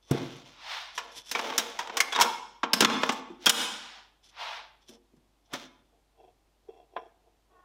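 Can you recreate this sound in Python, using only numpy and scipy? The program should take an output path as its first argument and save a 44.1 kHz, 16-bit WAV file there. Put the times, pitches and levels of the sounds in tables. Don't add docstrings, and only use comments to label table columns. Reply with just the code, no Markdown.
import sys
import numpy as np
from scipy import signal
from scipy.fft import rfft, irfft
from scipy.io import wavfile
from scipy.ndimage import uniform_filter1d, minimum_filter1d

SR = 44100
rng = np.random.default_rng(int(sys.argv[2]) if len(sys.argv) > 2 else 0)


def store_wav(level_fs):
    pcm = np.round(np.clip(np.atleast_2d(level_fs), -1, 1) * 32767)
    wavfile.write(sys.argv[1], SR, pcm.T.astype(np.int16))


N = 337056
TIME = np.arange(N) / SR

BAND_EDGES = [70, 450, 1500, 4000, 8000, 16000]
# (frequency [Hz], level [dB])
CASE_MODES = [(135, -8.5), (222, 4.5), (262, 0.5), (320, -4.5), (350, -2), (468, 6.5), (571, -3),
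              (690, 5.5), (792, 5), (881, 8.5), (926, -3.5), (998, 2), (1052, 0), (1112, 4), (1288, -2),
              (1379, -3.5), (1502, -7.5), (2030, -3), (2150, 1.5), (2482, 0.5), (2825, -6), (3064, -5),
              (3091, -12), (3203, -6.5), (3487, -9.5), (3520, -3.5), (4043, -7), (5265, -7), (5862, -6.5),
              (8710, -5)]
# (frequency [Hz], level [dB])
RUBBER_COLOUR = [(500, -14), (2000, -10.5), (3400, -6), (4400, -5.5), (5800, -7.5), (8000, -14),
                 (12000, -16.5), (16000, -41)]


def amp(db):
    return 10 ** (np.asarray(db) / 20)


def unit(x):
    return x / np.sqrt(np.mean(x ** 2) + 1e-20)


def read(points, hz):
    f, value = np.transpose(points)
    return np.interp(np.log(hz + 1), np.log(f + 1), value)


def coloured(x, colour):
    hz = np.fft.rfftfreq(len(x), 1 / SR)
    return unit(irfft(rfft(x) * amp(read(colour, hz)), len(x)))


def add(mix, s, sound):
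    part = mix[round(s * SR):][:len(sound)]
    part += sound[:len(part)]


def gesture(s, hold_s, db, attack_s, release_s, sag_db_per_s=0):
    early = np.maximum(s - TIME, 0)
    late = np.maximum(TIME - s - hold_s, 0)
    sag_db = sag_db_per_s * np.clip(TIME - s, 0, hold_s)
    return amp(np.maximum(db - sag_db - 30 * (early / attack_s + late / release_s), -200))


def friction(colour, grains_per_s, spread_db, smooth):
    sizes = amp(spread_db * np.minimum(rng.exponential(1, N), 4)) * rng.choice([-1, 1], N)
    slips = unit(sizes * (rng.random(N) < grains_per_s / SR))
    return coloured(slips + smooth * rng.standard_normal(N), colour)


def tilted(x, rows, pivot_hz=1000):
    hz, t, z = signal.stft(x, SR, nperseg=512)
    s, *_, tilt = np.transpose(rows)
    octaves = np.log2(np.clip(hz, 200, 6000) / pivot_hz)
    gain = amp(octaves[:, None] * np.interp(t, s, tilt))
    power = np.mean(abs(z) ** 2, axis=1, keepdims=True)
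    gain /= np.sqrt((power * gain ** 2).sum(0) / power.sum())
    return signal.istft(z * gain, SR, nperseg=512)[1][:N]


def ringing(x, modes, ring_db, low_t60, high_t60):
    t = np.arange(SR) / SR
    ring = np.zeros(SR)
    for hz, db in modes:
        t60 = read([(200, low_t60), (6000, high_t60)], hz)
        ring += amp(db - 60 * t / t60) * np.cos(2 * np.pi * hz * t)
    return amp(ring_db) * signal.fftconvolve(x, ring / np.linalg.norm(ring))[:N]


def contact_db(brightness, pivot_band, soft_roll_off=.6):
    edges = np.log2(BAND_EDGES)
    octaves = (edges[:-1] + edges[1:]) / 2
    above_middle = np.maximum(octaves - octaves[2], 0)
    rounding_db = soft_roll_off * min(brightness, 0) * above_middle ** 2
    return brightness * (octaves - octaves[pivot_band]) + rounding_db


def knock(band_db, t60, part_hz, part_db, echo_s=.009, rise_s=.00089, crack_s=.00034):
    # (frequency [Hz], level [dB])
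    steel_colour = [(70, -30.5), (130, -10), (220, 4), (380, -1), (560, -7), (950, 4.5), (1350, 2),
                    (1900, 1.5), (2600, 2), (3400, 1), (4300, -11.5), (5500, -4.5), (8000, -18.5),
                    (16000, -23)]
    t = np.arange(8192) / SR
    envelope = (1 - np.exp(-t / rise_s)) * amp(-60 * t / t60)
    crack = np.exp(-t / crack_s) + .74 * (t > echo_s) * np.exp(-abs(t - echo_s) / crack_s)
    burst = coloured(rng.standard_normal(len(t)), steel_colour) * envelope * (1 + 1.5 * crack)
    low_cut = signal.butter(4, min(part_hz / 3, 165), "high", fs=SR, output="sos")
    burst = signal.sosfilt(low_cut, burst)
    out = np.zeros(len(t))
    for k, db in enumerate(band_db):
        band_pass = signal.butter(4, BAND_EDGES[k:k + 2], "band", fs=SR, output="sos")
        damping = np.exp(-.004 * BAND_EDGES[k] * t)
        band = signal.sosfilt(band_pass, burst) * damping
        out += amp(db) * band / np.linalg.norm(band)
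    phase = 2 * np.pi * part_hz * t
    pair = np.sin(phase) + .6 * np.sin(phase * rng.uniform(1.02, 1.05))
    note = pair * (1 - np.exp(-t * part_hz)) * amp(-60 * t / (.99 * t60))
    out += amp(part_db) * note / np.linalg.norm(note)
    return np.sqrt(.02 * SR) * out


def glove_crinkle(creak_t60=.017):
    # (time [s], hold [s], level [dB])
    flexes = [(0.027, 0.064, -68), (0.094, .004, -60), (0.957, 0.013, -48), (1.123, .004, -53.5),
              (1.17, 0.0092, -40.5), (1.264, 0.0047, -51.5), (1.296, .003, -45), (4.242, 0.058, -60),
              (4.823, .003, -67), (4.89, 0.0038, -51.5), (4.934, 0.013, -63), (5.46, 0.0048, -69)]
    # (frequency [Hz], level [dB])
    rubber_modes = [(3150, -7.5), (3450, -1), (5350, -4), (5900, -3)]
    effort = sum(gesture(*row, attack_s=.034, release_s=.068) for row in flexes)
    snaps = friction(RUBBER_COLOUR, grains_per_s=490, spread_db=1, smooth=.74)
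    creak = unit(ringing(snaps, rubber_modes, 0, creak_t60, creak_t60))
    return unit(snaps + creak) * effort


def panel_thumps(ring_db=3):
    # (time [s], level [dB], brightness [dB/octave], t60 [s], panel pitch [Hz])
    thumps = [(0.1105, -26.5, 1.5, 0.046, 143), (0.149, -37, -8, 0.025, 348), (3.301, -48, -0.5, .11, 341),
              (4.889, -61, 4, 0.18, 354), (5.135, -63.5, -1.5, .08, 235), (5.165, -68, 3, 0.086, 150.4),
              (5.531, -53.5, 4, 0.052, 156.6)]
    thump_bands = [0.5, -18, -28, -24.5, -28]
    out = np.zeros(N)
    for s, db, brightness, t60, hz in thumps:
        band_db = db + np.array(thump_bands) + contact_db(brightness, pivot_band=0)
        add(out, s, knock(band_db, t60, hz, db + ring_db))
    return out


def damped_panels(x):
    return .7 * (x + ringing(x, CASE_MODES, ring_db=-8, low_t60=.1, high_t60=.05))


def rust_grind(snag_db=-16.5):
    # (frequency [Hz], level [dB])
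    rust_colour = [(100, -43.5), (170, -21), (230, -3.5), (380, -1), (600, 5), (980, -6.5), (1500, -5.5),
                   (2500, -9.5), (3500, -8), (4400, -16), (6000, -18), (8500, -35), (16000, -37.5)]
    # (time [s], hold [s], level [dB], tilt [dB/octave])
    pushes = [(0.122, .3, -38, 1.5), (0.458, 0.22, -55, 6.5), (1.022, .17, -50, 3.5),
              (1.357, .07, -36, 3.5), (1.446, .17, -35, 3), (1.593, .2, -39, 3), (1.83, .1, -46, 4.5),
              (1.945, .17, -41.5, 1.5), (2.192, .08, -31, 1), (2.795, .03, -38, 1), (3.022, .17, -39.5, 5),
              (3.425, .02, -54.5, 8.5), (3.457, .02, -44.5, 3.5), (4.907, .06, -59, -6),
              (5.545, 0.013, -37, 3), (5.592, 0.071, -49, 6.5)]
    grit = friction(rust_colour, grains_per_s=900, spread_db=2.2, smooth=.8)
    snags = friction(RUBBER_COLOUR, grains_per_s=96, spread_db=3, smooth=0)
    effort = sum(gesture(*row[:3], attack_s=.045, release_s=.041, sag_db_per_s=57.5) for row in pushes)
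    grinding = tilted(unit(damped_panels(grit)), pushes)
    return (grinding + amp(snag_db) * snags) * effort


def glove_brush(reflection=.27):
    # (frequency [Hz], level [dB])
    glove_colour = [(100, -38), (380, -26.5), (520, -7.5), (850, 4.5), (1300, 0.5), (2300, -1),
                    (3500, -0.5), (4300, -5), (5400, -8.5), (7500, -24), (11000, -31.5), (16000, -34)]
    # (time of peak [s], hold [s], level [dB], attack [s], release [s], tilt [dB/octave])
    strokes = [(0.716, 0.055, -36.5, 0.21, 0.34, 1.4), (3.747, 0.24, -45.5, 0.26, 0.2, 2.5),
               (4.409, 0.16, -37, 0.088, 0.2, -1)]
    hiss = friction(glove_colour, grains_per_s=5000, spread_db=-1, smooth=.9)
    delay_s = np.interp(TIME, [.6, .85, 4.3, 4.8], [.0008, .0028, .0042, .0046])
    hiss = unit(hiss + reflection * np.interp(TIME - delay_s, TIME, hiss))
    effort = sum(gesture(*row[:-1], sag_db_per_s=24.5) for row in strokes)
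    return tilted(hiss, strokes) * effort


def steel_click(db, brightness, thud_db, t60, hz, ring_db):
    click_bands = [-3.5, -2, -2, -11.5]
    steel_db = np.array(click_bands) + contact_db(brightness, pivot_band=2)[1:]
    return knock(db + np.r_[thud_db, steel_db], t60, hz, db + ring_db)


def latches(judder_s=2.1775, slip_gap_s=.0107, slip_count=4):
    # (time [s], level [dB], brightness [dB/octave],
    # thud above level [dB], t60 [s], pitch of the struck part [Hz], its ring above level [dB])
    clicks = [(0.977, -34.5, -1.5, -42, 0.11, 3000, -11), (1.313, -37, 3, -16, .09, 6220, -6),
              (1.35, -33.5, -3, -19, 0.068, 2288, 2), (1.392, -36.5, -2, -14.5, 0.039, 925, -3.5),
              (1.499, -42, -2.5, -7.5, .06, 3150, -4.5), (1.522, -47.5, -7.5, -14, .05, 935, -3.5),
              (1.579, -29, 4, -16, 0.064, 5510, -1), (1.595, -40, 1, -18, .07, 3770, 2.5),
              (1.789, -34.5, -1.5, -24.5, 0.14, 932, -1), (1.873, -49, -2, -21.5, .02, 3630, -6),
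              (1.896, -45, -4.5, -13, .045, 930, 0.5), (1.969, -31, 1, -22.5, 0.091, 1110, -6.5),
              (2.003, -25.5, 1.5, -33.5, .055, 2117, 2.5), (2.123, -35, -1.5, -23, 0.14, 3340, 0.5),
              (2.15, -39.5, -2, -16, 0.059, 3690, 5.5), (2.16, -31.5, -2, -28, 0.04, 3590, -7.5),
              (2.215, -19.5, 1, -25.5, 0.074, 1381, -5.5), (2.6317, -31.5, -5, -6.5, .08, 1340, -1),
              (2.7329, -21, 2, -11, 0.047, 5060, -2), (2.806, -22.5, 2, -5.5, 0.033, 3240, -10),
              (2.819, -25.5, -1.5, 1, 0.12, 1400, -4), (2.8478, -13.5, -1.5, -8, .034, 3425, -3.5),
              (2.898, -29.5, -3.5, -14.5, .04, 1160, -5.5), (3.0325, -29, -3.5, -11, 0.031, 1175, -11),
              (3.091, -28.5, -2.5, -6.5, 0.069, 1190, -11.5), (3.121, -46, 1.5, -5.5, 0.076, 7634, -4.5),
              (3.459, -31, 4, -19, 0.045, 4950, -6.5), (3.4655, -14, 0, -11.5, .065, 3250, 1),
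              (3.4945, -11.5, 5.5, -26.5, .035, 2956, 1.5), (3.4992, -17, 0, -34.5, .044, 3540, -0.5),
              (5.535, -39.5, -0.5, -5, 0.062, 1370, -5)]
    out = np.zeros(N)
    for s, *blow in clicks:
        add(out, s, steel_click(*blow))
    for k in range(slip_count):
        slip = steel_click(db=-39.5 + 4.5 * k, brightness=-6 + 2.7 * k, thud_db=-20,
                           t60=.042, hz=865 + 25 * k, ring_db=5.5)
        add(out, judder_s + k * slip_gap_s, slip)
    return out


def hinge_scrape():
    # (frequency [Hz], level [dB])
    hinge_colour = [(150, -40), (270, -8), (400, 1), (540, -8), (720, 10), (1150, -19.5), (2450, -19),
                    (2720, -13.5), (2950, -36), (3300, -7), (3900, -37), (5100, -38), (5500, -16),
                    (6100, -36), (16000, -45)]
    # (time [s], hold [s], level [dB])
    turns = [(5.931, 0.037, -71.5), (6.179, 0.12, -61.5), (6.7, .11, -58), (6.969, 0.073, -52),
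             (7.271, .01, -65.5), (7.52, 0.11, -69.5)]
    effort = sum(gesture(*row, attack_s=.08, release_s=.11, sag_db_per_s=44) for row in turns)
    return friction(hinge_colour, grains_per_s=190, spread_db=-6.5, smooth=.46) * effort


def lid_ring(x):
    # (frequency [Hz], level [dB])
    lid_modes = [(331, 4), (373, 16.5), (410, -15), (455, 24.5), (578, 9), (667, -13), (702, -13), (875, 5),
                 (1010, 18.5), (2700, 17.5), (3250, -5)]
    return ringing(x, lid_modes, ring_db=-11, low_t60=.062, high_t60=.17)


def lid_knocks(t60=.072, ring_db=2):
    # (time [s], level [dB], brightness [dB/octave], pitch [Hz])
    drops = [(6.687, -54.5, -6.5, 401), (6.964, -38.5, 1.5, 687)]
    lid_bands = [-22.5, -4.5, -16, -54, -50]
    out = np.zeros(N)
    for s, db, brightness, hz in drops:
        band_db = db + np.array(lid_bands) + contact_db(brightness, pivot_band=0)
        add(out, s, knock(band_db, t60, hz, db + ring_db))
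    return out


def hinge_squeak(waver=.02, flutter_db=3):
    # (time [s], level [dB], pitch [Hz])
    course = [(7.499, -81, 378.6), (7.565, -67, 361.5), (7.64, -68, 366)]
    # (multiple of the pitch, level [dB])
    partials = [(3, 5), (4, -5), (5, -7)]
    s, course_db, hz = np.transpose(course)
    drift, grip = (unit(uniform_filter1d(noise, size=300)) for noise in rng.standard_normal((2, N)))
    cycles = np.cumsum(np.interp(TIME, s, hz) * (1 + waver * drift)) / SR
    whine = sum(amp(db) * np.sin(2 * np.pi * k * cycles) for k, db in partials)
    level_db = np.interp(TIME, s, course_db, left=-150, right=-150)
    return amp(level_db + flutter_db * grip) * whine


def workshop_reverb(x, onset_s=.0055):
    # (frequency [Hz], t60 [s])
    room_t60 = [(100, 0.88), (300, 0.61), (1000, 0.65), (3500, 0.67), (7000, 0.65), (15000, 0.39)]
    # (frequency [Hz], level [dB])
    room_colour = [(100, -3.5), (300, 4.5), (1000, 0), (3500, -0.5), (7000, -3.5), (15000, -1.5)]
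    hz, t, z = signal.stft(rng.standard_normal(SR), SR, nperseg=256)
    z *= amp(read(room_colour, hz)[:, None] - 60 * t / read(room_t60, hz)[:, None])
    tail = signal.istft(z * (1 - np.exp(-t / onset_s)), SR, nperseg=256)[1]
    return signal.fftconvolve(x, tail / np.linalg.norm(tail))[:N]


def limiter(x, ceiling=.49, recovery_db_per_s=140):
    over_db = np.maximum(20 * np.log10(abs(x[0]) / ceiling + 1e-9), 0)
    fall = TIME * recovery_db_per_s
    held_db = np.maximum.accumulate(over_db + fall) - fall
    return x * uniform_filter1d(minimum_filter1d(amp(-held_db), size=41), size=41)


def scene(knock_room_db=-13, rub_room_db=-15, lid_room_db=-19):
    on_case = latches() + panel_thumps()
    on_lid = lid_knocks() + hinge_scrape()
    brushing, grit = glove_brush(), rust_grind()
    case_drive = on_case + .7 * grit + .21 * brushing
    case_ring = ringing(case_drive, CASE_MODES, ring_db=-25.5, low_t60=.31, high_t60=.22)
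    room = workshop_reverb(amp(knock_room_db) * damped_panels(on_case)
                           + amp(rub_room_db) * (brushing + grit)
                           + amp(lid_room_db) * on_lid)
    direct = on_case + on_lid + brushing + grit + glove_crinkle() + hinge_squeak()
    return (direct + case_ring + lid_ring(on_lid) + room)[None]


def record(dry, gate_db=-97, hum_db=-73, hum_hz=49.8, hiss_db=-72.5, top_hz=15900):
    # (frequency [Hz], level [dB])
    room_tone = [(15, -30), (25, -3), (55, -17), (74, -7.5), (97, -6.5), (217, -12), (326, -7.5),
                 (531, -13.5), (796, -11.5), (1520, -21.5), (3340, -21.5), (14800, -33.5), (16000, -50.5)]
    z = signal.stft(dry, SR, nperseg=512)[2]
    power = uniform_filter1d(abs(z) ** 2, size=5, axis=1)
    power = uniform_filter1d(power, size=3, axis=2).clip(0)
    gate = power / (power + amp(gate_db) ** 2)
    gated = signal.istft(z * gate, SR, nperseg=512)[1][:, :N]
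    hum = amp(hum_db) * np.sqrt(2) * np.sin(2 * np.pi * hum_hz * TIME)
    hiss = amp(hiss_db) * coloured(rng.standard_normal(N), room_tone)
    low_pass = signal.firwin(511, top_hz, window=("kaiser", 9), fs=SR)
    return signal.oaconvolve(limiter(gated + hum + hiss), low_pass[None], "same")


dry = scene()
out = record(dry)
store_wav(out)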